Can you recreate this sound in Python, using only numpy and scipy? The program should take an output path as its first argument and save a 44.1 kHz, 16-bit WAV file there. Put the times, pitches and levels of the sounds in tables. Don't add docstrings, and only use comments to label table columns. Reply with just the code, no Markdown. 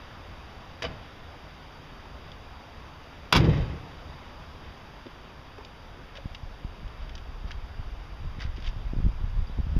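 import sys
import numpy as np
from scipy import signal
from scipy.io import wavfile
from scipy.ndimage import uniform_filter1d

SR = 44100
rng = np.random.default_rng(int(sys.argv[2]) if len(sys.argv) > 2 else 0)


def nominal_scale(level):
    x = np.asarray(level, float) / 20
    return 10 ** x


def waveform_to_disk(signal):
    frames = np.transpose(np.atleast_2d(signal))
    scaled = np.clip(frames, -1, 1) * 32767
    samples = np.round(scaled).astype(np.int16)
    wavfile.write(sys.argv[1], SR, samples)


N = 431738

# frequency in Hz, density in dB per Hz.
TRAFFIC_SPECTRUM = [(8.8, -37.5), (15, -5.5), (33, -4), (81, -2.5), (113, -13), (150, -8), (172, -17.5),
                    (229, -13.5), (334, -17.5), (1040, -16.5), (2010, -24), (3000, -26), (3900, -41),
                    (6600, -120)]
# time in seconds, level in dB.
TRAFFIC_LEVEL = [(0, -48), (1.0, -48.6), (3.1, -49), (3.8, -47.5), (5.5, -50), (9.79, -50.5)]

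# start in seconds, peak in dB, clatter T60 in seconds, rise in seconds, brightness in Hz.
KNOCK_CONTACTS = [
    (.822, -23.5, 0.046, 0.0017, 7000),
    (.828, -25.5, 0.044, .002, 8000),
    (.840, -24.5, 0.054, 0.0018, 4500),
    (.848, -25, 0.048, 0.0014, 4500),
    (.855, -32, 0.11, .002, 4000),
    (.89, -44, 0.15, .01, 3500),
]
SLAM_CONTACTS = [(3.3255, -8, 0.021, 0.0034, 16000), (3.335, -16, .04, .001, 7000),
                 (3.343, -24, .04, .002, 6000), (3.350, -17, 0.039, 0.0045, 9000),
                 (3.357, -17.5, .04, 0.0023, 12000), (3.3635, -13.5, 0.044, 0.0014, 14000),
                 (3.373, -21, 0.041, .002, 12000), (3.3795, -25, 0.045, .001, 9000),
                 (3.390, -32, .05, 0.0018, 9000), (3.403, -31, 0.033, .002, 9000),
                 (3.443, -33, .06, .002, 6000)]
# centre in Hz, width in Hz, level in dB.
PROP_MODES = [(495, 32, 5), (644, 34, 3.5), (1170, 80, -6), (1670, 110, -7), (2280, 330, 0), (3000, 75, 0),
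              (4920, 250, -8)]
# centre in Hz, width in Hz, level in dB.
LATCH_MODES = [(920, 67, 0), (997, 110, -2), (1336, 340, 3.5), (2300, 200, -1.5), (2790, 92, 0.5),
               (3380, 110, 1), (4010, 110, 0), (4620, 110, -11), (4970, 150, -7), (5300, 140, -12)]

# start in seconds, peak in dB, contact in seconds, signed direction (ratio).
BOUNCES = [(3.329, -18.5, 0.0013, 1), (3.338, -17, 0.0014, 1), (3.351, -18, 0.0031, 0.93),
           (3.359, -10, 0.0025, 1), (3.366, -7, 0.0077, 1), (3.379, -13, 0.0044, 1),
           (3.402, -10.5, .004, -1.05), (3.405, -21, .005, 1), (3.443, -16, 0.0027, 0.81),
           (3.464, -16, 0.0043, 1), (3.488, -18.5, 0.0029, -1.3), (3.513, -16, 0.006, -1.1),
           (3.536, -15, .004, 1), (3.596, -37, 0.0068, -0.88), (.828, -43, 0.0012, 1),
           (.853, -25.5, 0.0055, 1), (0.867, -26, 0.0029, 0.81), (.900, -29, 0.003, -1)]
# frequency in Hz, level in dB, T60 in seconds.
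PANEL_MODES = [(69, -4, 0.43), (108.3, -5, 0.97), (130.3, -6.5, .25), (151.8, 1, 0.6), (186, -11, 0.23),
               (252, -5, 0.5), (316, -18.5, .3), (418, -17, .25), (454, -24.5, .25), (620, -35, .2)]
# start in seconds, top in dB, swell in seconds, hold in seconds, fall in dB per second.
PANEL_SHUDDER = [
    (.83, -40, .07, .005, 200),
    (3.327, -20.5, 0.036, 0.094, 84),
]
BODY_SHUDDER = [
    (.83, -41, .025, .03, 150),
    (3.327, -29, .09, .24, 115),
]
CAR_S = 4.6
SWELL_DB = 24
ROCK_HZ, ROCK_DB = 7.94, 2.5

# frequency in Hz, T60 in seconds.
YARD_DECAY = [(200, 1.0), (1000, 1), (3000, 0.45), (6000, 0.23), (10000, 0.15)]
# delay in seconds, level in dB.
WALL_ECHOES = [
    (.075, -30),
    (0.119, -31.5),
    (.16, -30),
    (.2, -30.5),
    (.24, -34.5),
    (.28, -36),
    (.36, -38.5),
]

# start in seconds, peak in dB, centre in Hz.
TAPS = [
    (2.054, -41, 1070),
    (5.058, -33.5, 269),
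    (5.066, -31, 234),
    (5.582, -34.5, 423),
    (5.607, -39.5, 940),
    (6.184, -35, 560),
]
# start in
# seconds, peak in # dB, centre in Hz, share of broad edge (ratio).
CLICKS = [(2.3175, -34, 3200, .46), (5.649, -36, 4730, 1.5), (6.154, -42, 3240, 1.5),
          (6.171, -34, 3250, 1.1), (6.3478, -30.5, 3140, 0.79), (6.351, -34, 3300, 0.72),
          (6.878, -42, 2500, .8), (7.094, -36, 2920, .8), (7.153, -27.5, 5200, .56),
          (7.179, -36, 3320, 1.1), (7.508, -32.5, 1780, .6), (7.5153, -28.5, 3120, .92),
          (9.766, -43, 2400, .9)]
# start in seconds, length in seconds, level in dB.
SCRAPES = [
    (6.15, 0.038, -47.5),
    (6.999, .05, -55),
    (7.469, 0.045, -52),
    (8.387, 0.081, -46),
    (8.559, 0.038, -57),
    (8.626, 0.088, -47),
]
# start in seconds, peak in dB, centre in Hz.
KEYS = [(8.393, -39, 2160), (8.404, -36, 5200), (8.408, -29, 2030), (8.417, -29.5, 1850),
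        (8.421, -29, 4770), (8.424, -33, 1800), (8.430, -34, 1550), (8.439, -41, 5000), (8.464, -38, 1900),
        (8.564, -39, 4900), (8.571, -39, 3200), (8.602, -41, 5000), (8.624, -35, 3070), (8.644, -39, 3300),
        (8.651, -39, 3000), (8.665, -32, 3430), (8.672, -31.5, 3200), (8.6765, -28, 2940),
        (8.689, -35, 5200)]
CLICK_Q, CLICK_T60_S = 3.7, .023
KEY_Q, KEY_T60_S, KEY_EDGE = 5, 0.017, 0.67
TAP_WIDTH_HZ, TAP_T60_S = 100, 0.034

# time in seconds, level in dB.
BREEZE = [(5.8, -56), (6.2, -48.5), (7.0, -44), (7.2, -38), (8.1, -37.5), (8.5, -35.5), (9.5, -34),
          (9.79, -24.5)]
# peak time in seconds, peak in dB, sharp edges in dB re peak, build-up in seconds.
GUSTS = [(6.25, -48, 11, .03), (6.52, -37, -10, .25), (6.65, -36, -7, .07), (6.87, -36, -4.5, 0.18),
         (7.04, -34, -13, .12), (7.45, -38, -2, .07), (7.57, -33, -14, .12), (7.8, -29.5, -15, .06),
         (8.25, -23.5, -18, .08), (8.37, -36.5, -4.5, .07), (8.5, -29, -22, 0.22), (8.58, -34.5, 1, .06),
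         (8.7, -26.5, -30, .2), (8.77, -26.5, -12, .1), (9.08, -19.5, -11.5, .22), (9.24, -22, -13, .06),
         (9.4, -19.5, -23, .14), (9.59, -24.5, -9, .06), (9.73, -20, -13, 0.056)]
# peak time in seconds, peak in dB, rise in seconds, signed direction (ratio).
EDDIES = [(6.258, -20, 0.0022, 0.97), (6.434, -27.5, .003, -0.93), (6.649, -18.5, 0.0028, -1),
          (7.446, -24, .003, -0.94), (7.455, -25, 0.0046, 1), (7.795, -30.5, 0.0023, -1.2),
          (8.387, -22, 0.0027, -0.91), (8.454, -19, 0.0041, -1.1), (8.583, -26.5, 0.0013, -0.94),
          (8.764, -27.5, 0.0025, -1.1), (8.866, -25, 0.004, -1.1), (8.935, -18, 0.0011, 1),
          (8.966, -20.5, 0.0016, -1.1), (8.988, -21, .002, 1), (9.003, -18, 0.002, 1),
          (9.050, -22, 0.0016, -1.1), (9.059, -11.5, 0.0042, 1), (9.066, -9.5, 0.0024, -0.96),
          (9.077, -19, .006, 1), (9.089, -25, 0.001, -1), (9.24, -19, 0.0036, -1.1),
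          (9.498, -27, 0.0016, 1), (9.588, -21, 0.0012, -1.1), (9.603, -16.5, 0.003, -1.1),
          (9.67, -19, 0.0032, -1.2), (9.766, -10, 0.0021, 1), (9.776, -19, 0.0019, -1.1),
          (9.784, -16, .008, -1.2)]
BUILD_DB, CALM_EDGE_DB = 16, -22
GUST_FALL_DB_PER_S, EDGE_FALL_DB_PER_S = 250, 400

# start in seconds, level in dB, from in Hz, to in Hz, length in seconds.
CHIRP = (9.464, -49, 4450, 5050, .02)

# frequency in Hz,
# gain in dB.
PORT_RESPONSE = [(3500, -1), (4900, -2), (5150, -6.5), (6500, -15), (7100, -20.5), (7500, -27.5),
                 (9000, -30), (9400, -22), (12000, -21.5), (13200, -23), (15250, -23), (15450, -40),
                 (15800, -91)]
# centre in Hz, width in Hz, depth in dB.
TREBLE_DIPS = [(4196, 212, -15.5), (7970, 320, -6), (8720, 100, -13), (12650, 300, -22)]
HISS_DB = -53.5
CEILING = .62


def evened(x):
    return x / np.sqrt(np.mean(x ** 2) + 1e-20)


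def read(points, hz):
    f, value = np.transpose(points)
    return np.interp(np.log(hz + 1), np.log(f + 1), value)


def curve(rows, off_db=-120):
    s, *columns = np.transpose(rows)
    t = np.arange(N) / SR
    return [np.interp(t, s, c, off_db, off_db) for c in columns]


def add(mix, s, sound):
    part = mix[round(s * SR):][:len(sound)]
    part += sound[:len(part)]


def resonate(x, hz, width_hz):
    pole = np.exp((2j * np.pi * hz - np.pi * width_hz) / SR)
    return 2 * signal.lfilter([1 - abs(pole)], [1, -pole], x).real


def band(x, lo_hz, hi_hz, order=2):
    sos = signal.butter(order, [lo_hz, hi_hz], "bandpass", fs=SR, output="sos")
    return signal.sosfilt(sos, x)


def burst(t60_s, rise_s, size=6000):
    t = np.arange(size) / SR
    rise = 1 - np.exp(-t / max(rise_s, 1e-4))
    shape = rise * nominal_scale(-60 * t / max(t60_s, .004))
    return rng.standard_normal(size) * shape / shape.max()


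def traffic(patchy_db, tilt_db):
    frames, hz = N // 512 + 5, np.fft.rfftfreq(2048, 1 / SR)
    a, b, patches = rng.standard_normal((frames, 1025, 3)).T
    patches = uniform_filter1d(patches, 20, 0)
    patches = evened(uniform_filter1d(patches, 8, 1))
    top_hz, top_db = TRAFFIC_SPECTRUM[-3]
    slope_db = top_db + tilt_db * np.log2(hz / top_hz + 1e-9)
    colour_db = np.where(hz < top_hz, read(TRAFFIC_SPECTRUM, hz), slope_db)
    spectra = (a + 1j * b) * nominal_scale(colour_db[:, None] + patchy_db * patches)
    x = signal.istft(spectra, nperseg=2048, noverlap=1536)[1][:N]
    level_db = curve(TRAFFIC_LEVEL, None)[0]
    return x / np.std(band(x, 430, 3160, order=4)) * nominal_scale(level_db)


def clatter(contacts, modes, ring, grit_db):
    start, drive = contacts[0][0] - .01, np.zeros(SR // 2)
    for s, db, t60_s, rise_s, top_hz in contacts:
        hit = band(burst(t60_s, rise_s), 100, min(1.05 * top_hz, 20000))
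        add(drive, s - start - .001, nominal_scale(db) * hit)
    grit = uniform_filter1d(rng.standard_normal(len(drive)), 16) * 2.2
    drive *= nominal_scale(grit_db * grit)
    rung = np.zeros(len(drive))
    for hz, width_hz, db in modes:
        rung += nominal_scale(db) * resonate(drive, hz, width_hz) / np.sqrt(width_hz)
    direct = band(drive, 300, 18500, order=1)
    out = np.zeros(N)
    add(out, start, direct + ring * rung * np.linalg.norm(direct) / np.linalg.norm(rung))
    return out


def shudder_gain(rows):
    start_s, db, swell_s, hold_s, fall = np.transpose(rows)[:, :, None]
    u = np.arange(round(CAR_S * SR)) / SR - start_s
    level_db = db - SWELL_DB * np.maximum(1 - u / swell_s, 0) ** 2
    level_db = level_db - fall * np.maximum(u - swell_s - hold_s, 0)
    rock_db = ROCK_DB * np.sin(2 * np.pi * ROCK_HZ * u)
    return (nominal_scale(level_db + rock_db) * (u > 0)).sum(0)


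def panel():
    force = np.zeros(round(CAR_S * SR))
    for s, db, contact_s, way in BOUNCES:
        push = np.hanning(max(round(contact_s * 2 * SR), 5))
        add(force, s - .002, way * nominal_scale(db) * push)
    shudder = rng.standard_normal(len(force))
    rung, shaken = np.zeros((2, len(force)))
    for hz, db, t60_s in PANEL_MODES:
        width_hz = np.log(1000) / np.pi / t60_s
        rung += nominal_scale(db) * resonate(force, hz, width_hz) * t60_s
        if hz > 120:
            shaken += nominal_scale(db) * resonate(shudder, hz, 21)
    deep = resonate(shudder, 68, 18) + 0.62 * resonate(shudder, 113, 11) + 0.3 * band(shudder, 22, 53)
    body = shudder_gain(PANEL_SHUDDER) * evened(band(shaken, 120, 595))
    body += shudder_gain(BODY_SHUDDER) * evened(band(deep, 20, 114))
    direct = 0.78 * band(force, 62, 900, order=1)
    return np.pad(direct + 4.6 * rung + body, (0, N - len(force)))


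def yard(x, wet_db, wall_smear_s):
    taps = np.zeros(SR)
    at = np.arange(300, SR - 22, 22)
    taps[at + rng.integers(0, 22, len(at))] = rng.choice([-1., 1.], len(at))
    hz, t, z = signal.stft(taps, SR, nperseg=256)
    decay = nominal_scale(-60 * t / read(YARD_DECAY, hz)[:, None])
    tail = signal.istft(z * decay, SR, nperseg=256)[1]
    tail = band(tail, 60, 6000, order=1)
    tail *= nominal_scale(wet_db) / np.linalg.norm(tail)
    for s, db in WALL_ECHOES:
        echo = band(burst(wall_smear_s, 0.004), 400, 4000, order=1)
        add(tail, s, nominal_scale(db) * echo / np.linalg.norm(echo))
    return signal.fftconvolve(x, tail)[:N]


def clicks():
    out = np.zeros(N)
    contacts = [(s, db, hz, TAP_WIDTH_HZ, TAP_T60_S, 0) for s, db, hz in TAPS]
    contacts += [(s, db, hz, hz / CLICK_Q, CLICK_T60_S, edge) for s, db, hz, edge in CLICKS]
    contacts += [(s, db, hz, hz / KEY_Q, KEY_T60_S, KEY_EDGE) for s, db, hz in KEYS]
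    for s, db, hz, width_hz, t60_s, edge in contacts:
        x = burst(t60_s, 0.00063, size=3000)
        x[8] += 8
        ring, wide = resonate(x, hz, width_hz), band(x, 2000, 7000)
        sound = ring / abs(ring).max() + edge * wide / abs(wide).max()
        add(out, s, nominal_scale(db + 1.5) * sound)
    for s, length_s, db in SCRAPES:
        sign, chance, size = rng.random((round(length_s * SR), 3)).T
        size_db = -4 * np.log(size + .03)
        slips = np.sign(sign - .5) * (chance < 2500 / SR) * nominal_scale(size_db)
        fade = signal.windows.tukey(len(slips), .5)
        add(out, s, nominal_scale(db) * evened(band(slips, 1100, 5600)) * fade)
    return out


def gusting():
    step = 64
    t = np.arange(0, N + step, step) / SR
    gust_db = curve(BREEZE)[0][np.minimum(np.arange(len(t)) * step, N - 1)]
    edge_db = gust_db + CALM_EDGE_DB
    for s, db, sharp_db, build_s in GUSTS:
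        before, after = np.maximum(s - t, 0) / build_s, np.maximum(t - s, 0)
        gust = db - BUILD_DB * before - GUST_FALL_DB_PER_S * after
        edge = db + sharp_db - 1.33 * BUILD_DB * before - EDGE_FALL_DB_PER_S * after
        gust_db, edge_db = np.maximum(gust_db, gust), np.maximum(edge_db, edge)
    return [np.interp(np.arange(N) / SR, t, c) for c in (gust_db, edge_db)]


def wind(lumps_db, edges_db):
    gust_db, edge_db = gusting()
    a, b, c, d = rng.standard_normal((N, 4)).T
    lumps = evened(band(band(a, 17.1, 39.4, order=1), 18.7, 93.7))
    lumps *= nominal_scale(lumps_db * evened(band(b, 6, 24)))
    edges = evened(band(c, 88, 194, order=3))
    edges *= nominal_scale(edges_db * evened(band(d, 10, 43)))
    thuds = np.zeros(N)
    for s, db, rise_s, way in EDDIES:
        u = np.arange(round(6 * rise_s * SR)) / (rise_s * SR)
        pulse = u ** 3 * np.exp(3 * (1 - u))
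        add(thuds, s - rise_s, way * nominal_scale(db) * pulse)
    thuds = band(band(thuds, 16, 1000, order=1), 8.4, 650)
    return nominal_scale(gust_db + 0.5) * evened(lumps) + nominal_scale(edge_db - 5) * evened(edges) + thuds


def bird():
    s, db, from_hz, to_hz, length_s = CHIRP
    hz = np.linspace(from_hz, to_hz, round(length_s * SR))
    whistle = np.sin(2 * np.pi * np.cumsum(hz) / SR)
    out = np.zeros(N)
    add(out, s, nominal_scale(db) * np.hanning(len(hz)) * whistle)
    return out


def scene():
    knock = clatter(KNOCK_CONTACTS, PROP_MODES, ring=0.83, grit_db=-4.0)
    slam = clatter(SLAM_CONTACTS, LATCH_MODES, ring=0.86, grit_db=0.0)
    metal = 0.89 * (knock + slam)
    rest = panel() + clicks()
    scatter = evened(band(rng.standard_normal(N), 17, 470, order=1))
    echoes = yard(metal * scatter + rest, wet_db=-20.5, wall_smear_s=0.17)
    background = traffic(patchy_db=0.72, tilt_db=-3) + wind(lumps_db=1.0, edges_db=6.0) + bird()
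    return (metal + rest + echoes + background)[None]


def roll_off(x):
    return signal.sosfilt(signal.butter(12, 15620, fs=SR, output="sos"), x)


def record(dry):
    hiss = nominal_scale(HISS_DB) * band(rng.standard_normal(N), 7000, 18000)
    hz = abs(np.fft.fftfreq(4096, 1 / SR))
    gain_db = read(PORT_RESPONSE, hz)
    for centre_hz, width_hz, db in TREBLE_DIPS:
        gain_db = gain_db + db * np.exp(-((hz - centre_hz) / width_hz) ** 2)
    response = np.exp(np.conj(signal.hilbert(np.log(nominal_scale(gain_db)))))
    taps = np.fft.ifft(response).real[:2048]
    heard = signal.oaconvolve(dry + hiss, taps[None])[:, :N]
    return roll_off(CEILING * np.tanh(heard / CEILING))


dry = scene()
out = record(dry)
waveform_to_disk(out)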